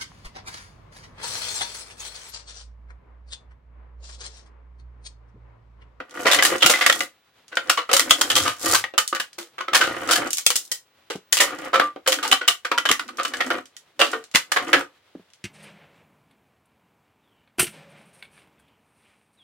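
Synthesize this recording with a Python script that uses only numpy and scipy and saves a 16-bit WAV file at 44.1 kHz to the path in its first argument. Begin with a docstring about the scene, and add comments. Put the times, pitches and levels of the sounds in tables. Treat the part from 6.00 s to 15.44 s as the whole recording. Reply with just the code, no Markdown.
"""A thin metal can is ground flat under a boot heel on concrete, over a faint room tone, for about 9.4 s.
Grit first ticks as decaying clicks; from a quarter second on, folds snap through as bursts of noise exciting
the sheet's modes, while pushes crinkle, scrape and groan as modulated noise and heel thuds are low noise puffs.
A floor drone of resonant noise swells between about 2 and 4 s; wavering sine rings come mostly after 5.7 s.
The last snaps fade by 9 s, then a few grit ticks follow; a small damped store room answers throughout."""
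import sys
import numpy as np
from scipy import signal
from scipy.fft import rfft, irfft, next_fast_len
from scipy.io import wavfile
from scipy.ndimage import uniform_filter1d

SR = 44100
rng = np.random.default_rng(int(sys.argv[2]) if len(sys.argv) > 2 else 0)


def decibels_to_gain(level_db):
    """Convert a level in decibels to a linear amplitude gain (20 dB per decade)."""
    exponent = np.asarray(level_db, float) / 20
    return 10 ** exponent


def store_wav(level_fs):
    """Save 16-bit WAV to argv[1]."""
    pcm = np.round(np.clip(np.atleast_2d(level_fs), -1, 1) * 32767)
    wavfile.write(sys.argv[1], SR, pcm.T.astype(np.int16))


N = 416304  # samples

# resonances of the dented can: (centre [Hz], width [Hz], level [dB])
CAN_MODES = [(330, 45, -1), (519, 52, 2), (718, 45, -2), (1210, 85, -4), (1430, 50, -6), (1910, 40, -5),
             (2990, 87, -5)]
# broad colour of the sheet: (frequency [Hz], spectral density [dB])
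SHEET_COLOUR = [(60, -13.5), (190, -15.5), (260, -7), (800, -10.5), (1200, -7), (7500, -2.5),
                (16000, -15.5)]
CRACK_HZ = 3800  # lower edge of bright cracks and of the grit scrape
FALL_DB_PER_S = 750  # release of a push, smothering of a ring


def unit(x):
    """Normalises the mean square: each row is brought to rms 1."""
    return x / np.sqrt(np.mean(x ** 2, axis=-1, keepdims=True) + 1e-20)


def along(points, hz):
    """Interpolates (frequency [Hz], value) points on a logarithmic frequency axis."""
    f, v = np.transpose(points)
    return np.interp(np.log(hz + 1), np.log(f + 1), v)


def filtered(x, response):
    """Linear filtering: the spectrum is multiplied by a complex response of frequency."""
    size = next_fast_len(x.shape[-1] + 4096)
    hz = np.fft.rfftfreq(size, 1 / SR)
    return irfft(rfft(x, size) * response(hz), size)[..., :x.shape[-1]]


def resonance(hz, centre_hz, width_hz):
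    """Damped harmonic oscillator: the response of one mode, gain 1 at its centre."""
    damping = 1j * hz * width_hz
    return damping / (centre_hz ** 2 - hz ** 2 + damping)


def above(hz, edge_hz):
    """Band splitting: the smooth share of power above an edge."""
    return 1 / (1 + (edge_hz / (hz + 1)) ** 6)


def stereo(pair):
    """Interchannel coherence: two unrelated signals become left and right, bass alike, treble unrelated."""
    # (frequency [Hz], left-right correlation)
    likeness = [(100, .98), (350, .92), (700, .4), (1400, .8), (3000, .3), (7000, 0)]

    def turn(hz):
        return np.arccos(np.clip(along(likeness, hz), -1, 1)) / 2

    mid = filtered(pair[..., 0, :], lambda hz: np.cos(turn(hz)))
    side = filtered(pair[..., 1, :], lambda hz: np.sin(turn(hz)))
    return np.stack([mid + side, mid - side], axis=-2)


def can(hz, bend=0, strength_db=0, ring_db=8):
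    """Modal superposition: resonances on the sheet's colour; bend and strength hold one value per mode."""
    centre, width, db = np.transpose(CAN_MODES)[..., None, None, None]
    modes = decibels_to_gain(db + ring_db + strength_db) * resonance(hz, centre * (1 + bend), width)
    return (1 + modes.sum(axis=0)) * decibels_to_gain(along(SHEET_COLOUR, hz))


def crackle(rate, spread_db, t60):
    """Random impulse process: ticks per second, a few large among many small, each dying in t60 [s]."""
    when, size = rng.random((2, N))
    impulses = (when < rate / SR) * decibels_to_gain(-spread_db * np.log(size + 1e-9))
    return unit(signal.lfilter([1], [1, -decibels_to_gain(-60 / (t60 * SR))], impulses))


def snap_envelope(age, t, crack_db, noise):
    """Transient excitation: a blow with a ragged tail and a click that grows with the crack."""
    rise, spike = 0.038, 0.2  # rise time and length of the blow, as shares of t60
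    tail_db, jerk_db = -8, 3.5
    click_db, click_grows, click_t60 = -6, 0.29, 0.0044  # [dB], [dB per dB of crack], [s]
    shape = (1 - np.exp(-age / rise)) * (decibels_to_gain(-60 * age / spike) + decibels_to_gain(tail_db - 60 * age))
    # the fold runs on in small jerks
    shape = shape * decibels_to_gain(jerk_db * unit(uniform_filter1d(noise, size=120)))
    # a hard crack starts with a click
    return shape + decibels_to_gain(click_db + click_grows * crack_db - 60 * t / click_t60)


def snaps():
    """Snap-through buckling: a ragged burst shakes the sheet's modes and frees one panel to ring."""
    # (time [s], level [dB], bright crack over panel [dB], freed panel's pitch [Hz], t60 [s])
    folds = [ (0.252, -16, -25, 589, 0.28), (0.267, -6.5, -8.5, 1921, 0.16),
             (0.3, -15.5, -12.5, 1613, 0.19), (0.314, -5.5, -3.5, 3563, 0.16),
             (0.344, -9.5, -0.5, 1953, 0.1), (0.387, -9, -25, 2014, 0.1), (0.424, -7, -3.5, 1675, 0.1),
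             (0.449, -6.5, 3.5, 1859, 0.16), (0.606, -23, -9.5, 3390, 0.16), (0.622, -4, -13, 3157, 0.13),
             (0.65, -17, -3.5, 347, 0.026), (0.661, -3, 0, 2820, 0.08), (0.697, -3.5, 4, 570, 0.12),
             (0.733, -14, -12, 2008, 0.3), (0.81, -11, -12.5, 2008, 0.19), (0.863, -2.5, -5, 1842, 0.066),
             (0.897, -6.5, -13, 1937, 0.059), (0.925, -8.5, -0.5, 3314, 0.04),
             (1.006, -8, -11, 2020, 0.031), (1.517, -34.5, -31.5, 1506, 0.26),
             (1.57, -11.5, -19.5, 1413, 0.066), (1.696, -6.5, -3.5, 1454, 0.11),
             (1.773, -13, -19, 1113, 0.16), (1.892, -17, -34.5, 1230, 0.097),
             (1.914, -10.5, -7, 511, 0.049), (1.931, -3.5, 4, 549.7, 0.11), (1.966, -3.5, 7, 1348, 0.062),
             (1.995, -5, 4, 1853, 0.078), (2.096, -17.5, 2, 2066, 0.096), (2.108, 0, -2, 3176, 0.046),
             (2.212, -3.5, 3, 984, 0.07), (2.301, -8, -3.5, 3280, 0.099), (2.354, -8, 2.5, 3250, 0.29),
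             (2.451, -17.5, -13.5, 1246, 0.27), (2.475, -13.5, -3.5, 1076, 0.14),
             (2.656, -20.5, -11.5, 1177, 0.26), (2.692, -20.5, 11.5, 1203, 0.22),
             (2.746, -6.5, 3, 1164, 0.15), (2.84, -16, -19.5, 1885, 0.055), (2.938, -32, -29, 548, 0.067),
             (2.979, -3, 1, 1221, 0.1), (3.127, -15.5, -31.5, 1260, 0.059),
             (3.149, -13.5, -3.5, 1530, 0.058), (3.165, -21, -20, 1500, 0.043),
             (3.199, -14, -4, 1617, 0.077), (3.383, -26, 1.5, 339, 0.2), (3.582, -23.5, -24.5, 1203, 0.097),
             (3.605, -25, -23.5, 1110, 0.13), (3.681, -18.5, -30, 1290, 0.065),
             (3.733, -9.5, -10.5, 1110, 0.16), (3.747, -3.5, -1, 1684, 0.14),
             (3.809, -9, -12.5, 1481, 0.27), (4.087, -16, -8, 1360, 0.18), (4.11, -4.5, 2.5, 1382, 0.16),
             (4.157, -10, 0.5, 1667, 0.1), (4.383, -15.5, 12, 4370, 0.087), (4.464, 1, 13.5, 2670, 0.036),
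             (4.504, -5, 5.5, 3053, 0.047), (4.557, -8.5, 22.5, 3367, 0.098), (4.716, -12, 18, 1880, 0.09),
             (5.101, -17, -8.5, 467, 0.12), (5.325, -5.5, 11, 1848, 0.12), (5.37, -7, 3, 2750, 0.07),
             (5.399, -10.5, -23.5, 1900, 0.24), (5.404, -4, 9, 3274, 0.13), (5.731, -15, -42.5, 1308, 0.16),
             (5.741, -8.5, -21.5, 1210, 0.19), (5.797, -8.5, -58, 1361, 0.069),
             (5.807, -18.5, -44, 1152, 0.092), (5.961, -35, -37, 469, 0.066),
             (6.062, -19.5, -18, 1532, 0.11), (6.075, -5, 1.5, 511.4, 0.11),
             (6.121, -5.5, 0.5, 3106, 0.098), (6.186, -21.5, -20.5, 1460, 0.096),
             (6.228, -17, -5.5, 1202, 0.17), (6.25, -17, -11.5, 839, 0.15),
             (6.314, -6.5, -5.5, 2856, 0.073), (6.324, -4, -8, 3030, 0.064),
             (6.411, -21.5, -25.5, 1493, 0.17), (6.478, -5.5, -1, 2990, 0.11),
             (6.648, -16.5, -14.5, 1545, 0.091), (6.715, -14, -28, 1246, 0.09),
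             (6.778, -6.5, -11, 1380, 0.063), (6.854, -6.5, -16, 1636, 0.076), (6.889, -9, -11, 3000, 0.09),
             (6.913, -4.5, -2, 1910, 0.071), (6.994, -17, -11, 1426, 0.1),
             (7.087, -26.5, -13.5, 1220, 0.065), (7.184, -18.5, -25, 1213, 0.23),
             (7.25, -14, -8.5, 1200, 0.07), (7.337, -15, -12, 1680, 0.07), (7.405, -14.5, -21, 1926, 0.13),
             (7.503, -14, -33.5, 1370, 0.092), (7.993, -13, -9, 556, 0.34), (8.011, -5.5, -24, 2824, 0.11),
             (8.131, -16.5, -38, 1390, 0.11), (8.34, -22.5, -9.5, 2787, 0.22),
             (8.349, -5.5, -2.5, 1982, 0.11), (8.518, -10.5, -3.5, 1658, 0.07),
             (8.562, -10, -23.5, 1663, 0.14), (8.73, -4, -21.5, 1670, 0.14)]
    bend, spread_db = 0.04, 3.5  # scatter of each mode: relative detuning, strength
    knock_floor_hz, knock_hz = 290, 750  # edges of the hollow knock
    knock_base_db, knock_per_dull, knock_per_octave = -33.5, 0.88, 12  # [dB], [dB per dB], [dB per octave]
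    ring_db, ring_per_dull, sharpness = -4, 0.18, 18  # [dB], [dB per dB], Q of the panel
    soften = 0.2  # dB by which the treble corner falls per dB of dullness

    s, db, crack_db, panel_hz, t60 = np.transpose(folds)[..., None, None]
    t = np.arange(SR * 3 // 10) / SR
    modes = len(CAN_MODES)
    tune, strength = rng.standard_normal((2, modes, len(folds), 1, 1))
    noise = rng.standard_normal((len(folds), 3, len(t)))
    age = t / np.clip(t60, .02, 1)
    shape = snap_envelope(age, t, crack_db, noise[:, 2:])
    shake = shape * stereo(noise[:, :2])
    # each fold detunes the can
    body = filtered(shake, lambda hz: can(hz, bend * tune, spread_db * strength))

    panel_gain = 1 / np.sqrt(1 + decibels_to_gain(crack_db) ** 2)
    # a fold without a crack leaves the panel free: it rings louder
    dullness = np.clip(-crack_db, 0, 36)
    octaves_below_1khz = np.clip(np.log2(1000 / panel_hz), 0, None)
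    knock_db = knock_base_db + knock_per_dull * dullness + knock_per_octave * octaves_below_1khz

    def panel_band(hz):
        band = np.sqrt(np.abs(above(hz, knock_hz) - above(hz, CRACK_HZ)))
        # a soft fold barely reaches the high modes
        return band / np.sqrt(1 + (hz / CRACK_HZ * decibels_to_gain(soften * dullness)) ** 2)

    knock = filtered(body, lambda hz: np.sqrt(above(hz, knock_floor_hz) * (1 - above(hz, knock_hz))))
    panel = filtered(body, panel_band)
    crack = filtered(body, lambda hz: np.sqrt(above(hz, CRACK_HZ)))
    ring = filtered(decibels_to_gain(-60 * age) * shake, lambda hz: resonance(hz, panel_hz, panel_hz / sharpness))
    parts = [(decibels_to_gain(knock_db), knock),
             (panel_gain, panel),
             (panel_gain * decibels_to_gain(crack_db), crack),
             (panel_gain * decibels_to_gain(ring_db + ring_per_dull * dullness), ring)]

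    def power(x):
        return np.mean(x ** 2, axis=(1, 2), keepdims=True)

    # every part is brought to the power of the envelope before its gain
    sounds = decibels_to_gain(db) * sum(gain * part * np.sqrt(power(shape) / power(part)) for gain, part in parts)
    out = np.zeros((2, N + len(t)))
    for at, sound in zip(s.ravel(), sounds):
        out[:, round(at * SR):][:, :len(t)] += sound
    return out[:, :N]


def grind():
    """Stick-slip friction and creasing: ticking creases, hissing grit and a low groan of the flattened wall."""
    # pushes and twists of the heel, levels as reached under full weight:
    # (start [s], length [s], crinkle [dB], grit scrape [dB], low groan [dB])
    pushes = [(0, 0.0026, -28.5, -75.5, -44), (.17, 0.39, -25, -38, -48), (0.635, .4, -35, -34, -52),
              (1.593, 0.11, -39, -52.5, -53.5), (1.944, .55, -33, -38, -44), (2.664, 0.075, -22, -17, -60),
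              (3.765, .51, -26.5, -43, -49), (4.323, 0.35, -61.5, -47.5, -68),
              (5.401, .28, -32, -48.5, -51.5), (5.754, 0.12, -37, -50.5, -37),
              (6.116, 0.22, -37, -52, -41.5), (6.729, 0.9, -51, -64, -47), (7.354, 0.23, -32.5, -48.5, -58),
              (8.021, 0.17, -52, -54.5, -44), (8.573, 0.24, -29.5, -44.5, -39)]
    lean_db, rise_db_per_s = 6.5, 295  # growth over a push as the weight comes on; its start
    block = 64  # samples per envelope step
    start, length, *levels = np.transpose(pushes)[..., None]
    t = np.arange(0, N, block) / SR - start
    lean = lean_db * (np.clip(t / length, 0, 1) - 1)
    rise = rise_db_per_s * np.clip(-t, 0, None)
    fall = FALL_DB_PER_S * np.clip(t - length, 0, None)
    push_db = lean - rise - fall
    crinkle, grit, flex = (np.repeat(decibels_to_gain(db + push_db).sum(axis=0), block)[:N] for db in levels)

    creases, scrape, groan = stereo(rng.standard_normal((3, 2, N)))
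    creases = crackle(rate=450, spread_db=2.5, t60=0.025) * creases
    creases = unit(filtered(creases, lambda hz: can(hz, ring_db=10)[0] * np.sqrt(1 - above(hz, 2000))))
    scrape = crackle(rate=350, spread_db=3, t60=0.015) * scrape
    scrape = unit(filtered(scrape, lambda hz: decibels_to_gain(along(SHEET_COLOUR, hz)) * np.sqrt(above(hz, CRACK_HZ))))
    groan = crackle(rate=150, spread_db=2.5, t60=0.05) * groan
    groan = unit(filtered(groan, lambda hz: resonance(hz, 280, 90) ** 2 * above(hz, edge_hz=215)))
    return crinkle * creases + grit * scrape + flex * groan


def ticks():
    """Brittle fracture: a grain of grit clicks, brighter the harder it cracks, and the sheet fizzes out."""
    # grit cracking between sheet and concrete: (time [s], peak level [dB])
    grains = [(0.0957, -41), (0.1092, -33.5), (0.178, -34), (0.4347, -1), (0.582, -19), (1.481, -32),
              (1.5548, -22.5), (1.6733, -30.5), (2.4354, -14.5), (2.5999, -32.5), (3.077, -7.5),
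              (3.3306, -30.5), (3.9526, -35.5), (4.0751, -21.5), (4.2737, -23.5), (4.306, -11),
              (4.3311, -4), (4.366, -30.5), (4.3712, -9.5), (5.1578, -28.5), (5.5871, -31.5), (5.6444, -36),
              (6.278, -11.5), (7.0798, -30), (7.1717, -24), (7.2328, -16.5), (7.2807, -19.5),
              (7.3697, -20.5), (7.4644, -22), (7.6564, -29.5), (7.7664, -22.5), (8.116, -22),
              (8.2399, -30.5), (8.314, -33.5), (8.6824, -23.5), (9.302, -46.5), (9.3347, -38.5)]
    hardest_hz, dulls = 9000, 0.2  # centre for a 0 dB grain; dB by which it falls per dB of level
    click_t60, tail_db, tail_t60 = 0.008, -8, 0.09  # [s], [dB], [s]
    t = np.arange(SR // 10) / SR
    out = np.zeros((2, N + SR))
    decay = decibels_to_gain(-60 * t / click_t60) + decibels_to_gain(tail_db - 60 * t / tail_t60)
    shake = decay * stereo(rng.standard_normal((len(grains), 2, len(t))))
    centre = hardest_hz * decibels_to_gain(dulls * np.transpose(grains)[1])[:, None, None]
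    clicks = filtered(shake, lambda hz: can(hz) * resonance(hz, centre, 2 * centre) ** 2)
    for (s, db), click in zip(grains, clicks):
        out[:, round(s * SR):][:, :len(t)] += decibels_to_gain(db) * click / np.abs(click).max()
    return out[:, :N]


def rings():
    """Free decay: a freed wall sings on at one wavering pitch until the boot smothers it."""
    # low walls of the can left free to ring on: (time [s], level [dB], pitch [Hz])
    walls = [(.7, -26.5, 526), (5.746, -21.5, 532.4), (5.808, -13.5, 1184), (6.08, -20.5, 524),
             (6.718, -25, 957), (7.192, -27, 551), (7.458, -26.5, 259.4), (7.507, -32, 591),
             (8.016, -30.5, 453), (8.134, -26.5, 449), (8.733, -20.5, 534)]
    t60, free_s, rise_s = 0.22, 0.1, 0.0047  # [s]
    phase_step = 0.017  # random walk of the phase [rad per sample, rms]
    t = np.arange(SR // 2) / SR
    out = np.zeros(N + SR)
    drift = phase_step * np.cumsum(rng.standard_normal((len(walls), len(t))), axis=1)
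    smothering_db = FALL_DB_PER_S * np.clip(t - free_s, 0, None)
    for (s, db, pitch_hz), phase in zip(walls, drift):
        envelope = decibels_to_gain(db - 60 * t / t60 - smothering_db) * (1 - np.exp(-t / rise_s))
        out[round(s * SR):][:len(t)] += envelope * np.sin(2 * np.pi * pitch_hz * t + phase)
    return out[:N]


def heel():
    """Damped impact: each dull knock of the leather heel is a puff of noise in a broad low resonance."""
    # the heel lands or drops through a fold: (time [s], peak level [dB])
    thuds = [(0.646, -19), (4.193, -29), (5.154, -23), (6.904, -17.5), (8.346, -18), (9.151, -28.5),
             (9.196, -41)]
    t = np.arange(SR // 5) / SR
    out = np.zeros(N + SR)
    puffs = decibels_to_gain(-60 * t / 0.05) * rng.standard_normal((len(thuds), len(t)))  # t60 0.05 s
    knocks = filtered(puffs, lambda hz: resonance(hz, centre_hz=220, width_hz=350) ** 2)
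    for (s, db), knock in zip(thuds, knocks):
        out[round(s * SR):][:len(t)] += decibels_to_gain(db) * knock / np.abs(knock).max()
    return out[:N]


def drone():
    """Forced resonance: the dragging heel sets a low resonance humming, as narrow-band noise."""
    # swells under the twists: (time of crest [s], level [dB], half length [s])
    swells = [(2.415, -38.5, 0.092), (2.728, -45.5, 0.091), (3.92, -47.5, 0.12)]
    t = np.arange(N) / SR
    swell = sum(decibels_to_gain(db) * np.exp(-((t - s) / half) ** 2) for s, db, half in swells)
    hum = filtered(rng.standard_normal(N), lambda hz: resonance(hz, centre_hz=97, width_hz=45) ** 2)
    return swell * unit(hum)


def room(x):
    """Diffuse reverberation: the can shifts, so every quarter second meets a new pattern of echoes."""
    t60, delay = 0.17, 0.0049  # [s]
    step = SR // 4
    t = np.arange(SR // 2) / SR
    out = np.zeros((2, N + 2 * SR))
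    for at in range(0, N, step):
        tail = stereo(rng.standard_normal((2, len(t)))) * decibels_to_gain(-60 * t / t60)
        answer = signal.fftconvolve(x[:, at:at + step], tail / np.linalg.norm(tail[0]), axes=1)
        out[:, at + round(delay * SR):][:, :answer.shape[1]] += answer
    return out[:, :N]


def room_tone():
    """Stationary background noise: the quiet air of the room as coloured noise, its level wavering a little."""
    # (frequency [Hz], spectral density [dB])
    colour = [(30, -22), (95, 0), (180, -8), (500, -4), (3500, -8), (6500, -19), (16000, -27)]
    level_db, waver_db = -63, 2  # rms before the waver; rms of the waver
    waver = decibels_to_gain(waver_db * unit(uniform_filter1d(rng.standard_normal(N), size=2500)))
    air = filtered(stereo(rng.standard_normal((2, N))), lambda hz: decibels_to_gain(along(colour, hz)))
    return decibels_to_gain(level_db) * waver * unit(air)


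def scene():
    """Superposition: can and heel, their echo, the drone and the room tone add up."""
    metal = snaps() + grind() + ticks() + rings()
    boot = heel()
    metal[1] = np.roll(metal[1], 1)  # right lags one sample: the can lies a little to the left
    echo = room(decibels_to_gain(-6.5) * metal + decibels_to_gain(-12.5) * boot)
    return metal + boot + echo + drone() + room_tone()


def low_pass(x):
    """Removes everything above the highest recorded frequency."""
    return signal.sosfilt(signal.butter(12, 16660, fs=SR, output="sos"), x)


def record(dry):
    """Clipping and band limiting: peaks flatten at full scale, then deep bass and top treble are removed."""
    low_hz, top_hz = 90, 15800  # the microphone's bass corner; the band limit
    clipped = np.clip(dry, -1, 1)
    mix = filtered(clipped, lambda hz: (hz < top_hz) * 1j * hz / (low_hz + 1j * hz))
    return low_pass(mix)


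dry = scene()
out = record(dry)
store_wav(out)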